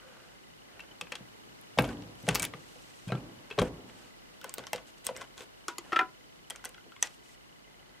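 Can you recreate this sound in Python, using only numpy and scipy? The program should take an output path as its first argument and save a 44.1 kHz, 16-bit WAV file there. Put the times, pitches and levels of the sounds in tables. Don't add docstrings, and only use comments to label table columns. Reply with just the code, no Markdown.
import sys
import numpy as np
from scipy import signal
from scipy.fft import rfft, irfft, next_fast_len
from scipy.io import wavfile
from scipy.ndimage import map_coordinates

SR = 44100
rng = np.random.default_rng(int(sys.argv[2]) if len(sys.argv) > 2 else 0)


def int16_out(signal):
    q = np.round(np.clip(np.atleast_2d(signal).T, -1, 1) * 32767)
    wavfile.write(sys.argv[1], SR, q.astype(np.int16))


def level_to_linear(level):
    exponent = np.asarray(level, float) / 20
    return 10 ** exponent


N = 352800


def unit(x):
    return x / np.sqrt(np.mean(x ** 2) + 1e-20)


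def peaked(x):
    return x / np.abs(x).max()


def along(points, hz):
    f, v = np.transpose(points)
    return np.interp(np.log(hz + 1), np.log(f + 1), v)


def filtered(x, response):
    m = next_fast_len(N + SR // 2)
    return irfft(rfft(x, m) * response(np.fft.rfftfreq(m, 1 / SR)), m)[..., :N]


def resonated(x, hz, q):
    return signal.lfilter(*signal.iirpeak(hz, q, SR), x)


def rush(spectrum, alike, source):
    def mid_side_response(hz):
        turn = np.arccos(np.clip(along(alike, hz), -1, 1)) / 2
        return level_to_linear(along(spectrum, hz)) * [np.cos(turn), np.sin(turn)]

    mid, side = filtered(source, mid_side_response)
    return unit(np.array([mid + side, mid - side]))


def add(track, s, sound, pan_db=0):
    part = track[:, round(s * SR):][:, :sound.shape[-1]]
    part += level_to_linear([[pan_db / 2], [-pan_db / 2]]) * sound[..., :part.shape[1]]


def ring(modes, t, scatter_db, attack_s):
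    hz, db, t60 = np.transpose(modes)[:, :, None]
    strength, detune = rng.standard_normal((2, len(modes), 1))
    decay = level_to_linear(db + scatter_db * strength - 60 * t / t60)
    waves = decay * np.sin(2 * np.pi * hz * (1 + 0.016 * detune) * t)
    return peaked(waves.sum(0) * (1 - np.exp(-t / attack_s)))


def struck(modes, t, contact_t60, gritty):
    drive = gritty * level_to_linear(-60 * t[:900] / contact_t60) * rng.standard_normal(900)
    drive[0] = 1
    return peaked(signal.fftconvolve(ring(modes, t, 3.9, 0.0011), drive)[:len(t)])


def contacts(rows, body, click_t60, click_db, edge_db, body_db, dense_db, pan_db):
    out, t = np.zeros((2, N)), np.arange(SR // 9) / SR
    heavy_hz, heavy_db, lighter_db_per_octave, sharp_loss = 2700, 2, 4.6, 0.18
    dense = signal.butter(2, [600, 2600], "band", fs=SR)
    for s, db, sharpness_db, hz in rows:
        sharp_db = db + sharpness_db
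        ring_db = db + heavy_db - lighter_db_per_octave * np.log2(hz / heavy_hz) - sharp_loss * sharpness_db

        rattle = level_to_linear([[-20], [-30], [-26], [-12]] - 60 * t / 0.15)
        burst = (level_to_linear(-60 * t / click_t60) + rattle) * rng.standard_normal((4, len(t)))
        burst[:, 0] += 3

        top_hz = max(8027 + 200 * min(sharpness_db, 0), 3800)
        dull = signal.butter(2, [2300, top_hz], "band", fs=SR)
        air = signal.butter(2, min(1.84 * top_hz, 16000), fs=SR)
        crack = level_to_linear(db + click_db) * peaked(signal.lfilter(*air, signal.lfilter(*dull, burst[0])))

        edge_hz = np.clip(max(1.1 * hz, 10501 + 420 * sharpness_db), 9500, 17000)
        sharp = signal.butter(2, [7000, edge_hz], "band", fs=SR)
        edge = level_to_linear(sharp_db + edge_db) * peaked(signal.lfilter(*sharp, burst[1:3]))
        small_part_db = (db if hz < 7000 else sharp_db) - 0.5
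        small_part = level_to_linear(small_part_db) * peaked(resonated(burst[2], hz, 14))

        hardness_db = np.clip(db - ring_db, -20, 8)
        modes = [(f, mode_db + 0.39 * hardness_db * np.log2(f / 1300), t60) for f, mode_db, t60 in body]
        body_sound = struck(modes, t, 0.03, 0.07)
        body_sound += level_to_linear(dense_db) * peaked(signal.lfilter(*dense, burst[3]))

        add(out, s, crack + level_to_linear(ring_db + body_db) * body_sound, pan_db)
        add(out, s, edge[0] + small_part, pan_db if hz < 5000 else -2)
        add(out, s, 0.51 * edge[1] * [[1], [-1]])
    return out


def press():
    # start in seconds, strength in dB, sharpness in dB, pitch of the striking part in Hz.
    rise = [(0.7944, -45.5, -22, 2650), (0.8038, -47.5, -5, 2600), (1.0111, -34, -2, 3500),
            (1.0702, -51, -25, 2800), (1.1206, -32, -8, 2540), (1.1539, -36, -6, 3450),
            (1.778, -41, -3, 3500), (1.7865, -20, -17, 2260), (1.8068, -40, -2, 2680),
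            (1.8215, -44, 6, 11500), (1.8427, -37, -11, 2720), (1.8509, -46, -2, 3520),
            (1.8893, -45.5, -13, 4770)]
    release = [(2.0217, -47.5, -17, 5700), (2.2275, -56, 10, 5940), (2.2687, -47, -16, 2880),
               (2.281, -35, -7, 7600), (2.2881, -20, -2, 2630), (2.3101, -36, -4, 2570),
               (2.3457, -31, 0, 5200), (2.35, -22, 3, 15600), (2.3553, -16.5, -7, 11800),
               (2.3971, -26.5, 4, 8300), (2.422, -28, 3, 7100), (2.4283, -23.5, 2, 7000),
               (2.4398, -31, 4, 3000), (2.4504, -26.5, -1, 11000), (2.5373, -49, -87, 3060)]
    fall = [(3.0807, -49, 2, 3020), (3.0873, -48, -15, 3370), (3.1038, -51, -27, 2670),
            (3.1208, -40, -17, 1350), (3.152, -49, -22, 3600), (3.5026, -46, -11, 2680),
            (3.51, -43.5, -19, 2620), (3.525, -50, -30, 2710), (3.5789, -43, -28, 2610),
            (3.588, -24.5, -16, 3300), (3.5958, -31, -0.5, 3240), (3.6167, -32, -6, 2490),
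            (3.6248, -43, 4.5, 11300), (3.8957, -55.5, -40, 2950)]
    # frequency in Hz, level in dB, t60 in seconds.
    frame = [(1073, 5.5, 0.0044), (1176, -11.5, 0.033), (1460, -1.5, 0.0067), (1558, -8.5, 0.024),
             (1960, 9.5, 0.005), (2196, -7, 0.023), (2630, -4.5, 0.014), (3230, -5.5, 0.018)]
    out = np.zeros((2, N))
    for rows, click_t60 in [(rise, 0.021), (release, 0.011), (fall, 0.021)]:
        out += contacts(rows, frame, click_t60, click_db=2.5, edge_db=0.5, body_db=0, dense_db=-2, pan_db=3)
    return out


def guide():
    # frequency in Hz, sharpness as Q, level in dB.
    resonances = [(512, 20, -65.5), (1200, 13, -68), (1460, 11, -64)]
    end_s = 0.33
    fade = np.clip(1 - (np.arange(N) / SR / end_s) ** 3, 0, 1)
    return fade * sum(level_to_linear(db) * unit(resonated(rng.standard_normal(N), hz, q)) for hz, q, db in resonances)


def thuds():
    # start in seconds, peak in dB, main frequency in Hz, bench share in dB.
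    beats = [(1.02, -44, 500, -0.5), (1.206, -42, 203, -3), (1.474, -46, 322, -8), (1.7745, -28.5, 715, 3),
             (1.788, -12, 290, -3), (1.82, -44, 245, 1), (1.84, -28, 250, -2.5), (2.236, -45, 200, 11),
             (2.279, -25, 584, -5), (2.284, -19, 165, -27), (2.293, -21.5, 180, -1), (2.35, -31.5, 298, 2),
             (2.418, -35, 189, 2), (2.547, -36, 172, -27), (2.76, -43, 192, -9), (3.073, -41.5, 129, 15),
             (3.1204, -26, 640, 2.5), (3.1211, -31.5, 1370, 1), (3.148, -26, 150, -24),
             (3.176, -43, 264, -13), (3.511, -41, 437, -10), (3.583, -22, 364, -4), (3.59, -18.5, 429, -2),
             (3.601, -26.5, 152, -2.5), (3.616, -26, 390, 1), (3.621, -19, 497, -32),
             (3.629, -25, 513, -30)]
    # start in seconds, peak in dB, main frequency in Hz.
    seats = [(1.121, -42, 465), (4.447, -38.5, 533), (4.582, -32, 530), (4.732, -28.5, 524),
             (5.071, -46, 500), (5.093, -31, 530), (5.2, -45.5, 523), (5.408, -44, 410),
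             (6.506, -45.5, 526), (6.656, -46, 550), (6.864, -51, 330), (7.027, -47, 720)]
    # frequency in Hz, level in dB, t60 in seconds.
    base = [(290, 8.5, 0.024), (419.7, 5, 0.042), (499, 9, 0.041), (640, 9, 0.031)]
    bench = [(52, -13.5, 0.43), (129, -0.5, 0.16), (172, 10.5, 0.062), (290, -20.5, 0.91)]
    # frequency in Hz, density in dB per Hz.
    boom = [(18, -42), (42, -4), (285, 2), (388, -4), (1040, -13.5), (4000, -52), (5200, -64), (8800, -120)]
    out, shocks, t = np.zeros((2, N)), np.zeros(N), np.arange(SR // 4) / SR
    small = signal.butter(2, 150, "high", fs=SR)
    blows = list(beats)
    rock_s, rock_db, seat_deep_db = 0.016, -3.5, -18
    for s, db, hz in seats:
        blows += [(s, db, hz, seat_deep_db), (s + rock_s, db + rock_db, hz, seat_deep_db)]
    for s, db, hz, deep_db in blows:
        modes = [(f, mode_db - 9 * abs(np.log2(f / hz)), t60) for f, mode_db, t60 in base]
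        modes.append((hz, 5, 0.04))
        knock = level_to_linear(db + 1.5) * signal.lfilter(*small, struck(modes, t, 0.013, 0.18))
        deep = level_to_linear(db + deep_db - 6.5) * ring(bench, t, 2.75, 0.0066)
        add(out, s, knock + deep, 0.8)
        shocks[round(s * SR)] = level_to_linear(2 * (db + deep_db - 19.5))
    fade_t = np.arange(SR) / SR
    fade = level_to_linear(-2 * 60 * fade_t / 0.93) * (1 - np.exp(-fade_t / 0.0036))
    shaking = np.sqrt(np.abs(signal.fftconvolve(shocks, fade)[:N]))
    return out + shaking * rush(boom, [(350, 1), (3000, 0.93)], rng.standard_normal((2, N)))


def steel_die():
    # start in seconds, strength in dB, sharpness in dB, pitch of the striking part in Hz.
    touches = [(4.4141, -45.5, -1, 14200), (4.4431, -39, 18, 3150), (4.4942, -43, 4, 7200),
               (4.54, -35.5, 9, 15300), (4.5823, -38, 16, 2650), (4.5921, -44.5, -3, 3420),
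               (4.6384, -49, -14, 3450), (4.6685, -38.5, -2.5, 6940), (4.7317, -29, 15, 2640),
               (4.7601, -40, 2, 3570), (4.7798, -50.5, -39, 3340), (5.0442, -50, 5, 8000),
               (5.0673, -29.5, 5, 8430), (5.0893, -44, -21, 2700), (5.0935, -54, -25, 990),
               (5.1646, -38, 7, 5630), (5.2275, -50, -3, 3100), (5.2116, -46, 1, 3750),
               (5.2162, -42, -6, 3200), (5.3788, -44.5, 5, 3480), (5.4072, -46, -1, 3600),
               (5.4205, -49, 17, 3550), (5.6824, -30.5, -1, 6700), (5.6845, -43, -25, 1320),
               (5.7829, -35.5, -2, 6840)]
    # frequency in Hz, level in dB, t60 in seconds.
    collar = [(680, -7.5, 0.06), (957, -9, 0.1), (1098, 8, 0.03), (1448, 1.5, 0.076), (2050, 0, 0.044),
              (3200, 2.5, 0.035)]
    return contacts(touches, collar, click_t60=0.0085, click_db=8, edge_db=-8, body_db=0, dense_db=3, pan_db=2.5)


def tray():
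    # start in seconds, strength in dB, sharpness in dB, pitch of the striking part in Hz.
    touches = [
        (5.9215, -39.5, -47, 2550),
        (5.9294, -38.5, -67, 2400),
        (5.9605, -33.5, -45, 2600),
        (5.9635, -28, -25, 2700),
        (5.991, -25, -31, 2500),
        (6.012, -45, -21, 2800),
    ]
    # start in seconds, peak in dB.
    flat_knocks = [(5.685, -37.5), (5.787, -39.5), (5.928, -29), (5.965, -31.5), (5.993, -33),
                   (6.014, -34.5)]
    # frequency in Hz, level in dB, t60 in seconds.
    shelf = [(759, -18, 0.16), (1015, -17, 0.19), (1307, -2.5, 0.11), (1353, 6, 0.06), (1423, -11, 0.093),
             (1510, -10, 0.056), (1795, 9, 0.024), (2010, 7.5, 0.026), (2320, -10, 0.017),
             (3150, 8, 0.0097), (3350, -8, 0.02)]
    hollow_floor = [(357, 4, 0.04)]
    out = contacts(touches, shelf, click_t60=0.021, click_db=3, edge_db=-5, body_db=2.5, dense_db=-4, pan_db=3)
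    for s, db in flat_knocks:
        add(out, s, level_to_linear(db) * ring(hollow_floor, np.arange(SR // 8) / SR, 0, 0.0024), 2.5)
    return out


def brass_case():
    # start in seconds, strength in dB, sharpness in dB, pitch of the striking part in Hz.
    touches = [(6.5001, -35.5, 0.5, 7950), (6.5051, -32.5, 2, 3160), (6.5596, -41, -3, 6000),
               (6.6488, -35.5, -1, 12200), (6.654, -30.5, -2.5, 6100), (6.692, -47, 4.5, 7440),
               (6.745, -48.5, -17, 3220), (6.7791, -55, -45, 4360), (6.9201, -54.5, -15, 2860),
               (6.9635, -52.5, -34, 2960), (7.0264, -21, -11, 6440), (6.6416, -44, -9, 2940),
               (7.0715, -39, -7, 5830)]
    # frequency in Hz, level in dB, t60 in seconds.
    brass = [(1067, 1, 0.025), (1480, 1, 0.02), (1951, 1, 0.05), (2800, 7, 0.019), (3300, 10.5, 0.014)]
    chime = [(5600, -17, 0.024), (6150, 2, 0.011), (6500, -25, 0.0525), (7670, 2, 0.0074),
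             (8300, -23, 0.012)]
    out = contacts(touches, brass, click_t60=0.0094, click_db=2, edge_db=5.5, body_db=-2, dense_db=0, pan_db=2.5)
    s, db = max(touches, key=lambda row: row[1])[:2]
    add(out, s, level_to_linear(db + 11.5) * ring(chime, np.arange(SR // 8) / SR, 0.74, 0.00027), 0.3)
    return out


def singing_parts():
    # start in seconds, peak in dB,
    # frequency in Hz, t60 in seconds.
    part_notes = [(0.7958, -43.5, 2450, .04), (0.803, -41, 2720, 0.035), (0.913, -47.5, 3050, .025),
                  (1.012, -29.5, 2590, 0.025), (1.069, -48, 2500, .03), (1.136, -48, 900, 0.028),
                  (1.845, -40, 1200, 0.042), (1.891, -40.5, 1500, .04), (1.904, -45, 1100, .03),
                  (2.443, -32, 2300, 0.018), (3.091, -43, 2450, 0.032), (3.105, -42, 2500, 0.04),
                  (4.416, -49, 1450, .05), (4.432, -46, 2800, .015), (4.443, -34.5, 1040, .02),
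                  (4.456, -51, 1460, .08), (4.583, -42, 786, .03), (4.636, -52, 1460, .08),
                  (4.732, -28, 826, 0.015), (4.734, -46, 2660, 0.018), (4.746, -47, 3150, .05),
                  (5.151, -48, 2500, .02), (5.178, -48, 2220, 0.06), (5.214, -39, 1050, .025),
                  (5.682, -30.5, 1300, 0.02), (5.695, -50.5, 974, 0.4), (5.783, -37, 1200, .03),
                  (5.79, -54, 944, 0.11), (5.862, -52, 1100, .03), (6.552, -45, 1430, 0.035),
                  (6.552, -49, 2190, .03), (6.594, -51, 1450, .03), (6.642, -38.5, 1470, 0.046),
                  (6.748, -49, 1450, .03), (6.779, -45.5, 1440, 0.035), (6.921, -43.5, 1430, 0.023),
                  (6.964, -45, 2120, 0.04), (7.032, -37, 1960, 0.089), (7.034, -46, 1440, 0.12)]
    more_part_notes = [(1.787, -18.5, 784, .02), (1.8, -24, 330, 0.02), (1.906, -51, 2870, .03),
                       (2.3556, -25, 2250, .018), (2.4, -33, 2310, 0.035), (2.452, -38, 2550, .03),
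                       (3.1205, -37, 3930, .01), (3.152, -40, 1340, .04), (3.174, -48, 2450, .02),
                       (3.1, -36.5, 646, 0.062), (3.618, -30, 920, 0.015), (5.0915, -32, 540, 0.05),
                       (5.682, -39, 7100, 0.025), (5.685, -41, 3450, 0.027), (5.684, -51, 15400, .05),
                       (5.783, -33, 6980, 0.016), (5.785, -54, 15300, .04), (5.96, -28, 1840, .02),
                       (5.961, -28, 2920, .02), (5.991, -26, 2050, 0.038), (5.995, -29, 2420, .04),
                       (6.011, -23.5, 1400, 0.037), (6.027, -37, 1410, .05), (6.027, -35, 356, 0.035),
                       (6.015, -39, 703, 0.053), (5.935, -34, 1000, 0.044), (6.015, -43, 1000, 0.048),
                       (3.5105, -31.5, 2620, .03), (3.512, -38, 3260, .02), (3.579, -30, 650, 0.035),
                       (3.6185, -13, 180, 0.018), (3.631, -23.5, 480, 0.022), (3.591, -22, 1157, .02),
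                       (5.0905, -28.5, 950, .012), (5.205, -46, 1480, .06), (5.071, -49, 1980, .05),
                       (3.13, -32, 400, .03), (2.357, -41, 11900, .05)]
    out, t = np.zeros((2, N)), np.arange(SR // 8) / SR
    for s, db, hz, t60 in list(part_notes) + list(more_part_notes):
        drive = 0.13 * level_to_linear(-60 * t[:600] / 0.015) * rng.standard_normal(600)
        drive[0] = 1
        mode = level_to_linear(-60 * t / t60) * np.sin(2 * np.pi * hz * t) * (1 - np.exp(-t / 0.00048))
        tone = signal.fftconvolve(mode, drive)[:len(t)]
        grit = resonated(np.pad(drive[1:], (0, len(t) - len(drive) + 1)), hz, 3)
        add(out, s, level_to_linear(db) * (peaked(tone) + 0.22 * peaked(grit)), 2.2)
    return out


def ticks():
    # start in seconds, peak in dB, frequency in Hz, t60 in seconds.
    tick_rows = [(1.613, -48, 11500, .004), (1.792, -27, 11100, 0.011), (1.797, -38, 13500, .01),
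                 (1.834, -46, 10000, .005), (1.85, -46, 11500, .005), (1.8755, -47, 11500, .004),
                 (1.97, -48, 3200, .006), (2.075, -51, 4600, .005), (2.154, -54, 11000, .004),
                 (2.3497, -24, 8200, .004), (2.429, -23, 8450, 0.0034), (2.44, -30, 10500, .01),
                 (2.445, -34, 8500, .006), (4.574, -44, 3800, .014), (5.0495, -40, 8000, .006),
                 (5.051, -42, 13500, .006), (5.0585, -44, 7000, .005), (5.0605, -44, 14500, .005),
                 (5.0668, -18, 8440, 0.0044), (5.103, -51, 10600, .005), (5.172, -38, 7900, .005),
                 (5.173, -45, 13500, .005), (5.223, -48, 7000, .006), (5.2755, -61, 8000, .006),
                 (7.009, -51, 8000, .005), (5.0668, -25, 15300, .005), (2.4279, -28, 15300, .004),
                 (2.451, -28, 15000, .006), (5.783, -31.5, 10000, .005), (1.1205, -46, 15300, .006),
                 (1.011, -46, 12300, .006), (0.795, -53, 12800, .005), (7.0256, -24, 9600, .012),
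                 (7.0258, -31, 12200, .01), (4.493, -36, 7500, 0.0054), (4.5394, -29, 8300, 0.004)]
    out, t = np.zeros((2, N)), np.arange(SR // 40) / SR
    for s, db, hz, t60 in tick_rows:
        grit = level_to_linear(-60 * t / t60) * (1 - np.exp(-t / 0.00094)) * rng.standard_normal((2, len(t)))
        both, apart = resonated(resonated(grit, hz, 5.6), hz, 5.6)
        tick = (both + hz / 20000 * apart * [[1], [-1]]) / np.abs(both).max()
        add(out, s, level_to_linear(db) * tick, -2 * np.sign(10800 - hz))
    return out


def slides():
    # start in seconds, end in seconds, hiss in dB, drag in dB.
    rubs = [(0.004, 0.36, -70.5, -61.5), (0.68, 0.962, -82, -60), (1.1, 1.235, -85, -62),
            (1.773, 1.939, -58, -47.5), (2.172, 2.32, -62.5, -76), (2.266, 2.473, -56, -47),
            (2.538, 3.124, -62.5, -79), (3.067, 3.214, -66.5, -63), (3.306, 3.575, -74, -63.5),
            (3.575, 3.687, -57.5, -46.5), (4.421, 4.518, -70, -54.5), (4.567, 4.668, -78, -55.5),
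            (4.866, 4.91, -59, -63), (4.977, 4.988, -60, -79), (5.044, 5.089, -51, -54),
            (5.148, 5.255, -61, -50.5), (5.365, 5.446, -58, -56.5), (5.833, 5.994, -64, -57),
            (6.54, 6.714, -80, -63), (6.998, 7.185, -64.5, -77), (7.235, 7.357, -61.5, -83),
            (7.65, 8.105, -97, -66.5), (3.865, 4.104, -65.5, -62.5), (7.02, 7.078, -52, -57)]
    # frequency in Hz, density in dB per Hz.
    scrape = [(1200, -52), (2500, 4), (4000, 3), (8000, 3.5), (14600, -12.5), (16500, -40)]
    drag = [(250, 1.5), (600, 6), (1200, -3), (1490, 3), (1750, -0.5), (2100, -5.5), (3000, -5.5),
            (6000, -50)]
    clumps = level_to_linear(1.7 * map_coordinates(rng.standard_normal(N // 400 + 4), [np.arange(N) / 400]))
    grains = (rng.random(N) < 600 / SR) * level_to_linear(5.7 * rng.random(N) + 7)
    raw = clumps * (1 + grains) * rng.standard_normal((2, N))
    strokes = np.zeros((2, N))
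    for start_s, end_s, *layers_db in rubs:
        swell = np.hanning(round((end_s - start_s) * SR)) ** 0.11
        add(strokes, start_s, level_to_linear(layers_db)[:, None] * swell)
    hiss = strokes[0] * rush(scrape, [(5000, 0.45)], raw)
    return hiss + strokes[1] * rush(drag, [(1000, 0.91)], raw)


def lens_motor():
    # start in seconds, 3 kHz level in dB, 2 kHz level in dB.
    motor_ticks = [
        (.4360, -54, -78),
        (0.4415, -55, -59.5),
        (0.469, -54.5, -65.5),
        (0.5023, -53, -65),
        (0.5353, -52.5, -62),
    ]
    period_s = 9 / 59.94
    out, t = np.zeros((2, N)), np.arange(SR // 30) / SR
    for turn in range(-3, 52):
        for s, high_db, low_db in motor_ticks:
            shell = [(2955, high_db, 0.018), (2025, low_db, 0.049), (4400, high_db - 10, 0.012)]
            tick = ring(shell, t, 5, 0.00062)
            add(out, max(s + turn * period_s, 0), level_to_linear(max(high_db, low_db) + 1) * tick)
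    return out


def workshop():
    # frequency in Hz, density in dB per Hz.
    air = [(59, -34), (100, -3), (310, -3.5), (900, -8.5), (1610, -11), (4030, -16), (15100, -31),
           (16500, -57)]
    hum_spectrum = [(25, -40), (36, 2), (47, 8.5), (60, -1.5), (85, -14), (110, -51)]
    # time in seconds, air level in dB.
    air_levels = [(0.4, -70.5), (1.88, -68), (8.0, -72)]
    # frequency in Hz, left-right likeness from -1 to 1.
    alike = [(60, -0.46), (180, -0.45), (550, -0.62), (1650, -0.56), (4970, -0.51), (15000, -0.073)]
    swell = level_to_linear(np.interp(np.arange(N) / SR, *np.transpose(air_levels)))
    hum = level_to_linear(-66.5) * rush(hum_spectrum, alike, rng.standard_normal((2, N)))
    return level_to_linear(16) * swell * rush(air, alike, rng.standard_normal((2, N))) + hum


def walls():
    # frequency in Hz, t60 in seconds.
    room_decay = [(200, 0.29), (2000, 0.15), (10000, 0.016)]
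    hz, t, z = signal.stft(rng.standard_normal((2, SR // 2)), SR, nperseg=256)
    z = z * [np.ones_like(hz[:, None]), (hz / (hz + 300))[:, None]]
    z = z * level_to_linear(-60 * t / along(room_decay, hz)[:, None])
    both, apart = signal.istft(z, SR, nperseg=256)[1]
    return np.array([both + 0.5 * apart, both - 0.5 * apart]) / np.linalg.norm(both)


def scene():
    near = press() + thuds() + steel_die() + tray() + brass_case() + singing_parts() + ticks()
    delayed = np.pad(near.mean(0), (120, 0))[None]
    echo = level_to_linear(-15) * signal.fftconvolve(delayed, walls(), axes=1)[:, :N]
    return near + echo + guide() + slides() + lens_motor() + workshop()


def roll_off(x):
    return signal.sosfilt(signal.butter(12, 16960, fs=SR, output="sos"), x)


def record(dry):
    def microphone(hz):
        return hz ** 4 / (hz ** 4 + 33 ** 4) / (1 + (hz / 15700) ** 40)

    return roll_off(filtered(dry, microphone))


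dry = scene()
out = record(dry)
int16_out(out)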